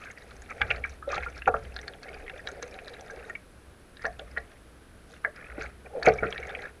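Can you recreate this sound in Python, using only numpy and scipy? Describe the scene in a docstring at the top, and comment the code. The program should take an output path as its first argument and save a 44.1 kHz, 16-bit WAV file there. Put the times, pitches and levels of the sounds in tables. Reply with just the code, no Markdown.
"""A sea kayak on calm water, heard from a camera in a waterproof housing on the fore deck, for 6.8 s.
Camera hiss, whine and buzz (noise, tones) run throughout; water runs along the hull as swarms of tiny bubbles.
Trapped air plops as ringing bubbles from the start; shoves stir a low hull rumble; blades splash and drip.
Wavelets soon slap the hollow hull, rung as decaying modes; a soft low wind buffet hits the microphone at 2.1 s.
The hardest slaps come near 6.1 s. Deck and housing echo and colour every plop and drop."""
import sys
import numpy as np
from scipy import signal
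from scipy.fft import rfft, irfft
from scipy.io import wavfile

SR = 44100
rng = np.random.default_rng(int(sys.argv[2]) if len(sys.argv) > 2 else 0)


def generate_wav(signal):
    """Clip the signal to [-1, 1] and save it as 16-bit WAV at the path in sys.argv[1]."""
    frames = np.transpose(np.atleast_2d(signal))
    scaled = np.clip(frames, -1, 1) * 32767
    pcm = np.round(scaled).astype(np.int16)
    wavfile.write(sys.argv[1], SR, pcm)


N = 299880
TIME = np.arange(N) / SR  # s

# relative response of deck and housing to the water's sound: frequency_hz, gain_db
HOUSING_RESPONSE = [(150, -10.5), (330, -11.5), (440, -5), (560, -8), (750, -5), (950, -13), (1450, -3.5),
                    (2500, -5), (3050, -18), (3800, -13.5), (5100, -17.5), (6500, -16.5), (8000, -25.5),
                    (13000, -71)]


def undb(db):
    """Decibels to amplitude gain."""
    return 10 ** (np.asarray(db) / 20)


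def unit(x):
    """Scale to rms 1."""
    return x / np.sqrt(np.mean(x ** 2))


def add(out, start_s, sound):
    """Mix a sound into out at start_s, cut at the end."""
    i = int(np.clip(start_s * SR, 0, N - 1))
    out[i:i + len(sound)] += sound[:N - i]


def colour(x, points, size=4096):
    """Minimum-phase filter through (Hz, dB) points, straight in dB over log frequency."""
    hz, db = np.transpose(points)
    grid_hz = np.maximum(np.arange(size // 2 + 1) * SR / size, 1)
    magnitude = undb(np.interp(np.log(grid_hz), np.log(hz), db))
    # folding the cepstrum makes the response causal
    cepstrum = irfft(np.log(magnitude))
    cepstrum[1:size // 2] *= 2
    cepstrum[size // 2 + 1:] = 0
    impulse = irfft(np.exp(rfft(cepstrum)))
    return signal.fftconvolve(x, impulse)[:len(x)]


def band(x, lo_hz, hi_hz, order=2):
    """Butterworth band-pass."""
    edges_hz = [lo_hz, min(hi_hz, SR / 2 - 1)]
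    return signal.sosfilt(signal.butter(order, edges_hz, "band", fs=SR, output="sos"), x)


def decay(t, t60_s):
    """Exponential decay by 60 dB in t60_s."""
    return np.exp(-np.log(1000) * t / t60_s)


def spell(start_s, length_s, attack_s, release_s):
    """Envelope: straight rise from start_s, hold until length_s is over, exponential release."""
    rise = np.clip((TIME - start_s) / attack_s, 0, 1)
    return rise * np.exp(-np.maximum(TIME - start_s - length_s, 0) / release_s)


def background():
    """Calm sea and hiss, with a thin whine and a faint pulsed buzz from the camera's electronics."""
    # calm sea and microphone hiss, relative spectrum: frequency_hz, density_db
    calm_spectrum = [(12, -15), (20, -0.5), (57, 0.5), (124, -6), (445, -8.5), (940, -18.5), (1550, -14.5),
                     (1830, -19.5), (2480, -22.5), (7720, -34.5), (8380, -34.5), (9630, -37),
                     (11100, -34.5), (12000, -37.5), (15000, -46.5)]
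    whine_hz, buzz_hz, pulse_hz = 10750, 8330, 50
    hiss = undb(-53.5) * unit(colour(rng.standard_normal(N), calm_spectrum))
    pulse_phase = 2 * np.pi * pulse_hz * TIME
    whine = undb(-69) * np.sin(2 * np.pi * whine_hz * TIME + .55 * np.sin(pulse_phase))
    buzz_noise = unit(band(rng.standard_normal(N), buzz_hz - 60, buzz_hz + 60))
    buzz = undb(-70) * buzz_noise * np.maximum(np.cos(pulse_phase), 0)
    return hiss + whine + buzz


def flow():
    """Gains of gurgle, trickle and spray: each run of water starts quickly, holds and drains away."""
    # water running off a blade and along the hull, relative levels:
    # start_s, length_s, gurgle_db, trickle_db, spray_db
    runs = [(-.05, 0.15, -54, -53.5, -59), (0.155, 0.79, -55, -63.5, -63), (1.091, 0.19, -45, -49.5, -57.5),
            (1.505, 0.22, -52, -60, -61), (1.737, 0.22, -47, -61.5, -66.5), (2.012, 0.37, -45, -58, -63),
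            (2.433, 0.87, -44.5, -59, -62), (4.002, 0.54, -58, -66, -71), (5.063, 0.073, -52.5, -74, -60),
            (5.34, 0.31, -51, -51.5, -72), (6.054, 0.59, -41, -48.5, -59)]
    gains = 0
    for start_s, length_s, *levels_db in runs:
        gains = gains + undb(levels_db)[:, None] * spell(start_s, length_s, attack_s=.036, release_s=.038)
    return gains


def swarm(lo_hz, hi_hz, cycles, spread_db, count):
    """Many short-lived bubbles of chance pitch, size and life, heard through the housing; rms 1."""
    when, pitch, size, life = rng.random((count, 4)).T[:, :, None]
    hz = lo_hz * (hi_hz / lo_hz) ** pitch
    # exponentially spread levels, capped
    gain = undb(spread_db * np.minimum(-np.log(1 - size), 4)) * np.sqrt(hz)
    n = np.arange(int(6 * cycles * SR / lo_hz))
    turns = hz * n / SR
    rings = gain * np.exp(-turns / (cycles * (.5 + life))) * np.sin(2 * np.pi * turns)
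    places = (when * N).astype(int) + n
    total = np.bincount(places.ravel(), rings.ravel(), N)[:N]
    return unit(colour(total, HOUSING_RESPONSE))


def lapping(rate_hz, depth_db):
    """Water comes in uneven little gushes: a gain with a new random target rate_hz times a second."""
    knots_s = np.arange(0, N / SR + 1, 1 / rate_hz)
    targets = np.clip(rng.standard_normal(len(knots_s)), -2, 1.5)
    return undb(depth_db * np.interp(TIME, knots_s, targets))


def wash(gains):
    """Big, middling and tiny bubbles follow the flow and surge where a blade tears the surface."""
    # a blade or hand tears the surface, relative levels: start_s, length_s, gurgle_db, splash_db, spray_db
    splashes = [(0.498, 0.033, -56, -43, -71), (0.583, 0.23, -43, -53, -71), (1.094, 0.09, -37, -39.5, -44),
                (1.355, 0.049, -49, -48.5, -52), (1.471, 0.02, -16.5, -33.5, -52),
                (4.017, 0.059, -70, -47, -52.5), (5.576, 0.11, -46.5, -54.5, -56),
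                (5.85, 0.028, -45, -50, -69), (5.921, 0.2, -34.5, -60, -66), (6.051, 0.049, -30, -29, -45)]
    for start_s, length_s, *levels_db in splashes:
        surge = np.exp(-np.abs((TIME - start_s) / length_s * 2 - 1) ** 3)
        gains = [gain + undb(db) * surge for gain, db in zip(gains, levels_db)]
    gurgle_gain, trickle_gain, spray_gain = gains
    gurgle = swarm(370, 860, cycles=3.5, spread_db=1.5, count=2600) * lapping(30, 1.4)
    trickle = swarm(1200, 2750, cycles=5, spread_db=3.4, count=4200)
    fizz = swarm(2900, 10000, cycles=2, spread_db=2.5, count=10000)
    droplets = swarm(3000, 7000, cycles=5, spread_db=4, count=1300)
    spray = .6 * fizz + .8 * droplets
    gushing = undb(3.5) * trickle_gain * trickle + undb(-2.5) * spray_gain * spray
    return undb(-4.5) * gurgle_gain * gurgle + lapping(36, 2.8) * gushing


def bubble(hz, decay_s, glide, swell_cycles):
    """An air pocket swells quickly, rings out and rises in pitch as it nears the surface; envelope peak 1."""
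    t = np.arange(int(2 * np.pi * decay_s * SR) + 2) / SR
    envelope = (1 - np.exp(-(t * hz / swell_cycles) ** 2)) * np.exp(-t / decay_s)
    pitch_hz = hz * (1 + glide * (np.tanh(t / decay_s / 2) - .5))
    return envelope / envelope.max() * np.sin(2 * np.pi * np.cumsum(pitch_hz) / SR)


def plop(hz, decay_ms):
    """Water parts with a soft hiss, closes with a broad crack, leaves a ringing bubble: (lead-in, ring)."""
    decay_s = decay_ms / 1000
    tone = bubble(hz, decay_s, glide=.095, swell_cycles=.89)
    t = np.arange(len(tone)) / SR
    noise = rng.standard_normal((2, SR // 4))
    # even the smallest drop knocks down into the middle range
    crack_noise = unit(band(noise[0, :len(t)], min(hz * .67, 1700), hz * 1.228, order=4))
    crack = crack_noise * np.exp(-t / min(decay_s, .004))
    fade = np.sin(np.pi * np.linspace(0, 1, int(.009 * SR)) ** 2)
    hiss = unit(band(noise[1, :len(fade)], hz * .7, hz)) * fade
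    return undb(-28) * hiss, .77 * tone + .44 * crack


def strays(gain, per_s, lo_hz, hi_hz, above_db, spread_db):
    """Faint events at chance times and pitches, as strong as the flow allows: start_s, pitch_hz, level_db."""
    count = int(per_s * N / SR)
    jitter, pitch, size = rng.random((count, 3)).T
    when = (np.arange(count) + jitter) / count
    flow_db = 20 * np.log10(gain[(when * N).astype(int)] + 1e-9)
    level_db = flow_db + above_db + spread_db * (2 * size - 1)
    return list(zip(when * N / SR, lo_hz * (hi_hz / lo_hz) ** pitch, level_db))


def plops(gurgle, trickle, spray):
    """Trapped air rings at its own pitch; drops tick over a duller knock; the flow adds stray bubbles."""
    # air trapped by a blade or under the hull: start_s, pitch_hz, level_db, decay_ms
    air_pockets = [(.074, 1590, -33.5, 3.4), (.175, 1950, -36, 2.9), (.6065, 827, -30, 17),
                   (0.6164, 2250, -11, 1.7), (0.6156, 1593, -7, 2), (0.7042, 2660, -13, 1.8),
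                   (.7112, 2430, -8.5, 1.7), (0.8383, 2335, -22.5, 7.5), (.849, 1615, -23, 3.2),
                   (1.025, 1313, -32.5, 20), (1.075, 553, -21, 9), (1.099, 569.3, -32, 18),
                   (1.129, 1263, -24.5, 16), (1.163, 1365, -28.5, 13), (1.177, 792, -25, 4.2),
                   (1.1798, 2440, -23, 2.3), (1.232, 2150, -27, 3.9), (1.262, 1420, -27.5, 10.8),
                   (1.458, 2610, -30.5, 3.5), (1.4752, 1376, -11, 4), (1.4775, 754, -12, 3.7),
                   (1.4947, 486, -23.5, 6.6), (1.5403, 1300, -15, 3.7), (1.556, 1440, -25.5, 3.2),
                   (1.83, 2060, -34.5, 3.2), (2.085, 2160, -29, 3.4), (2.146, 2470, -38, 5),
                   (2.280, 2070, -27.5, 1.4), (2.394, 1800, -32.5, 2.4), (2.489, 1520, -26, 1.7),
                   (2.626, 1630, -23.5, 1.4), (2.628, 488, -33, 9.9), (3.099, 1614, -34, 11),
                   (3.2975, 1840, -25.5, 3.6), (3.352, 2270, -27.5, 3.9), (3.994, 1820, -41, 14),
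                   (4.046, 685, -26, 6.2), (4.0527, 1734, -14, 2.4), (4.067, 702, -24, 9.8),
                   (4.215, 580, -36.5, 6.9), (4.365, 1600, -30, 3), (4.373, 1890, -18.5, 2.6),
                   (5.137, 1510, -41, 2.8), (5.248, 1690, -9.5, 1.85), (5.274, 587, -31, 7),
                   (5.5804, 346, -26, 3.6), (5.612, 1495, -31, 13), (5.949, 543, -29, 21),
                   (5.97, 510, -24.5, 7.5), (6.026, 1730, -22.5, 3.2), (6.065, 2270, -9.5, 2.4),
                   (6.073, 480, -4, 3.9), (6.0753, 700, -5, 3), (6.0814, 412, -17.5, 22.5),
                   (6.084, 1530, -21, 4.5), (6.0984, 520, -16.5, 2), (6.1845, 2290, -29, 8.3),
                   (6.2315, 1523, -15.5, 5.1), (6.241, 1370, -26, 12.5), (6.2532, 430, -20, 8.2),
                   (6.379, 2350, -29, 3), (6.428, 2200, -30.5, 4.1), (6.5501, 2486, -24.5, 3.7),
                   (6.591, 2070, -31.5, 4.3), (6.653, 1720, -27, 3.9)]
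    # drops falling from the raised blade: start_s, pitch_hz, level_db
    drips = [(0.504, 6050, -44.5), (.616, 3440, -21), (0.761, 4200, -37.5), (.895, 6030, -43),
             (1.145, 4070, -31), (1.378, 5520, -41.5), (1.420, 2650, -27.5), (1.764, 4180, -26.5),
             (1.7895, 3700, -34.5), (1.814, 6040, -44), (1.880, 4330, -27), (1.936, 3280, -41),
             (2.031, 4540, -36.5), (2.297, 2680, -30), (2.4729, 3840, -23.5), (2.487, 6200, -38),
             (2.6263, 6340, -31), (2.629, 4040, -34.5), (2.742, 3880, -41.5), (2.7886, 2500, -31),
             (2.881, 4030, -31.5), (2.939, 3960, -38.5), (3.009, 6000, -38.5), (3.9697, 3800, -39),
             (4.021, 4940, -42), (4.0542, 4450, -36), (4.0645, 6000, -38.5), (4.195, 3450, -32),
             (4.381, 4120, -39), (5.361, 5100, -42.5), (5.613, 4200, -37.5), (6.030, 4480, -24),
             (6.0585, 6560, -27), (6.0851, 4500, -26), (6.326, 3260, -26.5), (6.379, 3910, -34),
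             (6.4935, 3520, -37.5), (6.6207, 4020, -37)]
    drip_decay_ms, plink_decay_ms, glug_decay_ms = 2.12, 4.7, 13
    knock_hz, knock_above_drop_db, knock_decay_ms = 1664, .5, 1.56
    drops = drips + strays(spray, per_s=13, lo_hz=2540, hi_hz=7000, above_db=17, spread_db=5.5)
    plinks = strays(trickle, per_s=13, lo_hz=1444, hi_hz=2716, above_db=14, spread_db=6)
    glugs = strays(gurgle, per_s=13, lo_hz=399, hi_hz=692, above_db=1.5, spread_db=4)
    events = list(air_pockets)
    for start_s, hz, db in drops:
        events.append((start_s, hz, db, drip_decay_ms))
        events.append((start_s, knock_hz, db + knock_above_drop_db, knock_decay_ms))
    events += [(*row, plink_decay_ms) for row in plinks]
    events += [(*row, glug_decay_ms) for row in glugs]
    out = np.zeros(N)
    for start_s, hz, db, decay_ms in events:
        lead_in, ring = plop(hz, decay_ms)
        add(out, start_s - len(lead_in) / SR, undb(db) * np.concatenate([lead_in, ring]))
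    return out


def deck(x, echo_s, echo_db, ring_db, low_t60_s, high_t60_s):
    """The hull side throws back a quick echo; deck and housing ring on briefly, the lows longest."""
    t = np.arange(SR // 3) / SR
    low = band(rng.standard_normal(len(t)), 87, 1210) * decay(t, low_t60_s)
    high = band(rng.standard_normal(len(t)), 1280, 12000) * decay(t, high_t60_s)
    onset = 1 - np.exp(-t / .00097)
    response = undb(ring_db) * colour((low + high) * onset, HOUSING_RESPONSE)
    echo = np.interp(TIME - echo_s, TIME, x)
    return x + undb(echo_db) * echo + signal.fftconvolve(x, response)[:N]


def rumble():
    """Hull's lowest resonance and broader heaving, stirred by shoves and dying away, plus one low wind buffet."""
    # strokes and wavelets that rock the boat and flex its hull, relative levels: start_s, level_db
    shoves = [(.27, -48), (.59, -30.5), (1.11, -35.5), (1.46, -32), (2.3, -48.5), (3.05, -56), (4.0, -39.5),
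              (4.28, -52), (5.0, -56.5), (5.5, -39.5), (6.01, -35.5), (6.33, -44.5)]
    attack_s, hold_s, release_s = .052, .061, .14
    flex = unit(band(rng.standard_normal(N), 57.6, 68.8))
    heave = unit(band(rng.standard_normal(N), 22, 120))
    rocking = undb(-55)  # afloat, between shoves
    for start_s, db in shoves:
        rocking = rocking + undb(db) * spell(start_s, attack_s + hold_s, attack_s, release_s)
    buffet_envelope = spell(2.13, length_s=.16, attack_s=.044, release_s=.08)
    buffet = undb(-50.5) * unit(band(rng.standard_normal(N), 20, 36)) * buffet_envelope
    return rocking * (undb(-6.5) * flex + undb(-14) * heave) + buffet


def slaps():
    """A wavelet pushes on the hull; each lands elsewhere and so weights the modes anew."""
    # water slapping the hull, relative levels: start_s, level_db, contact_ms
    hits = [(.616, -34, 1.5), (0.707, -30, 0.26), (1.477, -20, 0.51), (1.54, -19, 1.64), (4.045, -28.5, .8),
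            (4.193, -37, 1.2), (4.374, -34.5, 0.42), (5.25, -34, 0.45), (5.580, -35.5, 0.94),
            (6.075, -6.5, 1.8), (6.225, -10.5, 3.36)]
    # hull modes, nominal: frequency_hz, level_db, t60_s
    hull_modes = [(100, -19, 0.17), (133, -18, 0.28), (195, -19.5, 0.28), (260, -9, 0.033),
                  (437, -11, 0.052), (442, -1, 0.2), (511, -1, 0.063), (563.5, -5, 0.23), (646, 3.5, 0.091),
                  (705.6, -2.5, 0.18), (784, 0, 0.099), (1170, -10, 0.21), (1220, -25, 0.091),
                  (1429, 12, 0.051)]
    out, t = np.zeros(N), np.arange(SR // 2) / SR
    hz, db, t60_s = np.transpose(hull_modes)[:, :, None]
    onset = 1 - np.exp(-t / .00061)
    for start_s, slap_db, contact_ms in hits:
        weight_db, detune, side = rng.standard_normal((3, len(hull_modes), 1))
        # long contact dulls the high modes
        softness = 1 / np.sqrt(1 + (hz * contact_ms / 1000) ** 4)
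        gain = softness * np.sign(side) * undb(db + weight_db)
        tones = np.sin(2 * np.pi * hz * (1 + .0049 * detune) * t)
        ring = np.sum(gain * tones * decay(t, t60_s), axis=0)
        add(out, start_s, undb(slap_db - 6) * ring * onset)
    return out


def scene():
    """Plops and drops pass over the deck; wash, hull, wind and camera add their own."""
    gains = flow()
    bed = wash(gains) + slaps() + rumble() + background()
    water = deck(plops(*gains), echo_s=.0036, echo_db=-9.5, ring_db=-24, low_t60_s=.15, high_t60_s=.075)
    return (water + bed)[None]


def record(dry):
    """The camera softly rounds the loudest peaks and cuts the treble above 15.2 kHz."""
    rounded = dry / (1 + (dry / .88) ** 4) ** .25
    return signal.sosfilt(signal.ellip(10, .2, 70, 15200, fs=SR, output="sos"), rounded)


dry = scene()
out = record(dry)
generate_wav(out)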